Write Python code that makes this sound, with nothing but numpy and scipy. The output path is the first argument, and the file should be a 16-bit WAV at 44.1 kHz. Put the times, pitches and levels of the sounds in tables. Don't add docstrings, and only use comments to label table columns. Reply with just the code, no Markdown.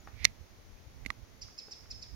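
import sys
import numpy as np
from scipy import signal
from scipy.fft import rfft, irfft, next_fast_len
from scipy.io import wavfile
from scipy.ndimage import uniform_filter1d, map_coordinates

SR = 44100
rng = np.random.default_rng(int(sys.argv[2]) if len(sys.argv) > 2 else 0)


def to_wav(s):
    ch = np.atleast_2d(s).T
    pcm = np.round(np.clip(ch, -1, 1) * 32767)
    wavfile.write(sys.argv[1], SR, pcm.astype(np.int16))


N = 94815


def clicks():
    # t/s, level/dB, tilt/(dB/octave), hollow ring/dB,
    # thump/dB, crack/dB, pitch ratio, damping time/s, rise time/s
    contacts = [(.2452, -15.5, 7, -42, -34, -9, 0.96, 0.0094, 0.0014),
                (0.2518, -3, 1, -31.5, -54, -21.5, 0.94, 0.0051, 0.00021),
                (1.0506, -37.5, -22, -22, -6, -23, 0.92, 0.0044, 0.00018),
                (1.0615, -16, -11.5, -27, -16.5, -22.5, 0.96, 0.015, .0008),
                (1.1031, -15, -9.5, -8.5, -28, -24, 0.893, 0.0067, 0.00054)]
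    # f/Hz, level/dB, T60/s
    modes = [(2174, 2.5, 0.011), (2474, -9, 0.0074), (3040, -18.5, .009), (3720, -10, 0.016),
             (4383, 0, 0.0078), (5565, -3.5, 0.011), (6130, -7.5, 0.01), (6650, -2, 0.0046),
             (8500, -30, 0.00487), (10750, -20.5, 0.0022)]
    # f/Hz, level/dB
    shadow = [(200, -9.5), (1100, -11.5), (2100, -27), (3000, -22), (4400, -5.5), (6200, -32), (9000, 2.5),
              (14000, 0.5)]
    bend, bend_s, left_lag_s = 0.11, 0.0011, 0.00007
    out, t = np.zeros(N), np.arange(SR // 10) / SR
    bent_t = t + bend * bend_s * (1 - np.exp(-t / bend_s))
    for s, db, tilt_db, hollow_db, thump_db, crack_db, ratio, damped_s, rise_s in contacts:
        body = amp(hollow_db) * ring(t, hz=1180, t60=0.028) + amp(crack_db) * crack(t, t60=0.027)
        for k, (hz, mode_db, t60) in enumerate(modes):
            gain = amp(mode_db + tilt_db * np.log2(hz / modes[0][0]))
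            polarity = (-1) ** (k // 2)
            body += gain * polarity * ring(bent_t, hz * ratio, t60)
        envelope = onset(t, rise_s) / (1 + (t / damped_s) ** 6)
        thump = amp(thump_db) * ring(t, hz=231.5, t60=0.047) * onset(t, rise_s=0.00077)
        add(out, s, amp(db) * (body * envelope + thump))
    right = out + scrape()
    left = filtered(right, lambda hz: amp(along(shadow, hz)) * delay(hz, left_lag_s))
    return np.array([left, right]) + amp(-45) * forest(out)


def scrape():
    # f/Hz, level/dB
    spectrum = [(300, -12), (1500, -3), (2130, 19), (2900, 4), (4500, 2.5), (6500, -7), (8000, -27),
                (11000, -20), (16000, -33)]
    peak_s, peak_db, swell_db_per_s, fade_db_per_s = 0.2545, -38.5, 224, 560
    t = np.arange(N) / SR - peak_s
    level_db = peak_db + np.minimum(swell_db_per_s * t, -fade_db_per_s * t)
    return amp(level_db + 0.73 * wobble(rate=160)) * noise(spectrum)


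def pecks():
    # t/s, level/dB, tilt/(dB/octave)
    knocks = [(0.0727, -45.5, -10.5), (0.0816, -53.5, 4.5), (1.484, -54.5, 16), (1.6829, -58, -19.5),
              (1.856, -55.5, 10)]
    # f/Hz, level/dB, T60/s
    modes = [(440, -4.5, 0.01), (815, -4, 0.028), (1205, 5, 0.018), (1340, 5, 0.012), (2022, -8, 0.017),
             (2650, -48, .01)]
    pivot_hz, cutoff_hz = modes[2][0], 1900
    out, t = np.zeros(N), np.arange(SR // 10) / SR
    for s, db, tilt_db in knocks:
        wood = np.zeros(len(t))
        for hz, mode_db, t60 in modes:
            gain = amp(mode_db + tilt_db * np.log2(hz / pivot_hz) + rng.normal(0, 0.67))
            wood += gain * ring(t, hz, t60)
        knock = wood + amp(11.5) * crack(t, t60=0.015)
        add(out, s, amp(db) * knock * onset(t, rise_s=0.0016))
    out = filtered(out, lambda hz: 1 / (1 + 1j * hz / cutoff_hz - (hz / cutoff_hz) ** 2))
    return out + amp(-1) * forest(out)


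def chips():
    # t/s, level/dB, top f/Hz, roughness (0-1)
    calls = [(1.412, -40.5, 2694, 0.65), (1.5767, -40.5, 2631, 0), (1.7098, -39.5, 2722, 0.52),
             (1.902, -40.5, 2632, 0.17), (2.0166, -43.5, 2549, .6)]
    harmonics = [-10, -0.5, -22, -17]
    # f/Hz, level/dB
    beak = [(2000, -4), (3500, -5), (5200, 4), (6800, -4.5), (8300, -9), (11000, -21)]
    top_s, attack_db_per_s, release_db_per_s, rasp_per_s = 0.012, 1288, 959, 1421
    upper_ratio, upper_lead_s, upper_db = 2.62, 0.0046, -12
    pan_db, left_lag_s = -4, 0.00021
    out, t = np.zeros(N), np.arange(SR // 30) / SR
    past_top = t - top_s
    envelope = amp(np.minimum(attack_db_per_s * past_top, -release_db_per_s * past_top))
    upper_envelope = amp(upper_db - release_db_per_s * np.maximum(past_top, 0))
    for s, db, top_hz, roughness in calls:
        main = arch(t, top_s, top_hz, roughness, rasp_per_s)
        upper = arch(t, top_s - upper_lead_s, top_hz * upper_ratio, roughness, rasp_per_s)
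        partials = [(envelope * amp(level), k * main) for k, level in enumerate(harmonics, 1)]
        voices = np.zeros(len(t))
        for gain, phase in partials + [(upper_envelope, upper)]:
            pitch_hz = np.abs(np.gradient(phase)) * SR / (2 * np.pi)
            voices += gain * amp(along(beak, pitch_hz)) * np.sin(phase)
        rasp = 1 + 0.36 * wobble(rasp_per_s)[:len(t)]
        add(out, s, amp(db) * voices * rasp * np.tanh(t / 0.00079))
    sides = np.array([[0.5], [-0.5]])
    direct = filtered(out, lambda hz: delay(hz, left_lag_s * sides))
    return (direct + amp(-1.5) * forest(out)) * amp(pan_db * sides)


def arch(t, top_s, top_hz, roughness, jitter_per_s):
    rise_oct, rise_s, fall_oct_per_s = 0.206, 0.012, 39
    before, after = np.maximum(top_s - t, 0), np.maximum(t - top_s, 0)
    octaves = -rise_oct * (before / rise_s) ** 2 - fall_oct_per_s * after * np.tanh(after / 0.0048)
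    jitter = 0.1 * roughness * wobble(jitter_per_s)[:len(t)]
    return 2 * np.pi * np.cumsum(top_hz * 2 ** octaves * (1 + jitter)) / SR


def far_birds():
    # t/s, duration/s, start f/Hz, end f/Hz, level/dB
    notes = [(0, 0.01, 7170, 6670, -59), (0.039, 0.028, 6100, 5200, -62.5),
             (.755, 0.044, 2140, 2855, -68.5)]
    out = np.zeros(N)
    for s, length_s, start_hz, end_hz, db in notes:
        pitch_hz = np.linspace(start_hz, end_hz, round(length_s * SR))
        phase = 2 * np.pi * np.cumsum(pitch_hz) / SR
        add(out, s, amp(db) * np.hanning(len(phase)) * np.sin(phase))
    return out + forest(out)


def wind():
    # f/Hz, level/dB
    rumble = [(15, -8), (35, -2.5), (65, 0.5), (110, -3.5), (160, -15), (230, -16.5), (400, -37.5),
              (1000, -68), (3000, -52)]
    # t/s, level/dB
    left = [(0, -61), (.22, -74), (.27, -47.5), (.36, -65.5), (.52, -69), (.62, -51.5), (.78, -55),
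            (.95, -57.5), (1.25, -68.5), (1.7, -64.5), (1.98, -55), (2.15, -63)]
    # t/s, level/dB
    right = [(0, -49.5), (.16, -44.5), (.25, -41.5), (.34, -50.5), (.5, -57.5), (0.699, -58.5), (.83, -69),
             (.92, -55.5), (1.03, -44), (1.168, -51.5), (1.42, -51.5), (1.6, -62.5), (1.78, -64),
             (1.85, -52.5), (1.969, -48), (2.069, -56.5), (2.15, -43.5)]
    # t/s, level/dB, left minus right/dB
    buffets = [(.413, -44, -32), (0.874, -43, 22), (1.233, -42.5, -20), (1.428, -47, -29)]
    flutter_db, buffet_s, buffet_hz = 3, 0.0074, 69.4
    ports, t = np.zeros((2, N)), np.arange(N) / SR
    for port, levels in zip(ports, (left, right)):
        turbulence = unit(noise(rumble) * amp(flutter_db * wobble(rate=28)))
        port += amp(np.interp(t, *np.transpose(levels))) * turbulence
    for s, db, pan_db in buffets:
        share = amp(np.array([[pan_db], [-pan_db]]) / 2)
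        push = np.exp(-((t - s) / buffet_s) ** 2) * np.sin(2 * np.pi * (buffet_hz * t + rng.random()))
        ports += 2 * amp(db) * push * share / np.linalg.norm(share)
    return ports


def air():
    # f/Hz, level/dB
    spectrum = [(30, -13), (230, -1), (450, -3), (900, -8), (1600, -11.5), (2100, -10), (2800, -14.5),
                (5000, -14.5), (6600, -13.5), (7600, -33.5), (11000, -23), (16000, -21)]
    level_db, correlation = -60.5, 0.11
    common = noise(spectrum)
    separate = np.array([noise(spectrum), noise(spectrum)])
    return amp(level_db) * (np.sqrt(correlation) * common + np.sqrt(1 - correlation) * separate)


def forest(x):
    # f/Hz, T60/s
    decay = [(300, .25), (2000, 0.33), (5000, 0.63), (10000, 1)]
    early_db, early_t60_s = -1.5, 0.0381
    hz, t, spectra = signal.stft(rng.standard_normal((2, SR * 3 // 4)), SR, nperseg=256)
    trunks = amp(-60 * t / along(decay, hz)[:, None])
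    branches = amp(early_db - 60 * t / early_t60_s)
    response = signal.istft(spectra * (trunks + branches), SR, nperseg=256)[1]
    delayed = np.pad(x, (SR // 300, 0))[None]
    return signal.fftconvolve(delayed, response / np.linalg.norm(response[0]), axes=1)[:, :N]


def ring(t, hz, t60):
    return np.sin(2 * np.pi * hz * t) * 1000 ** (-t / t60)


def crack(t, t60):
    return unit(uniform_filter1d(rng.standard_normal(len(t)), size=3)) * 1000 ** (-t / t60)


def onset(t, rise_s):
    return 1 - np.exp(-t / rise_s)


def noise(spectrum):
    return unit(filtered(rng.standard_normal(N), lambda hz: amp(along(spectrum, hz))))


def wobble(rate):
    return map_coordinates(rng.standard_normal(N // 16), [np.arange(N) * rate / SR])


def filtered(x, response):
    size = next_fast_len(N + SR // 2)
    return irfft(rfft(x, size) * response(np.fft.rfftfreq(size, 1 / SR)), size)[..., :N]


def delay(hz, lag_s):
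    return np.exp(-2j * np.pi * hz * lag_s)


def along(points, hz):
    f, values = np.transpose(points)
    return np.interp(np.log(hz + 1), np.log(f + 1), values)


def amp(db):
    return 10 ** (np.asarray(db) / 20)


def unit(x):
    return x / np.sqrt(np.mean(x ** 2) + 1e-20)


def add(track, s, sound):
    part = track[round(s * SR):][:len(sound)]
    part += sound[:len(part)]


def scene():
    return clicks() + pecks() + chips() + far_birds() + wind() + air()


def record(dry):
    rolloff_hz, limit_hz = 14300, 16000
    rolloff = lambda hz: 1 / np.sqrt(1 + (hz / rolloff_hz) ** 6)
    edge = lambda hz: 0.5 - 0.5 * np.tanh((hz - limit_hz) / 250)
    return filtered(np.clip(dry, -1, 1), lambda hz: rolloff(hz) * edge(hz))


dry = scene()
out = record(dry)
to_wav(out)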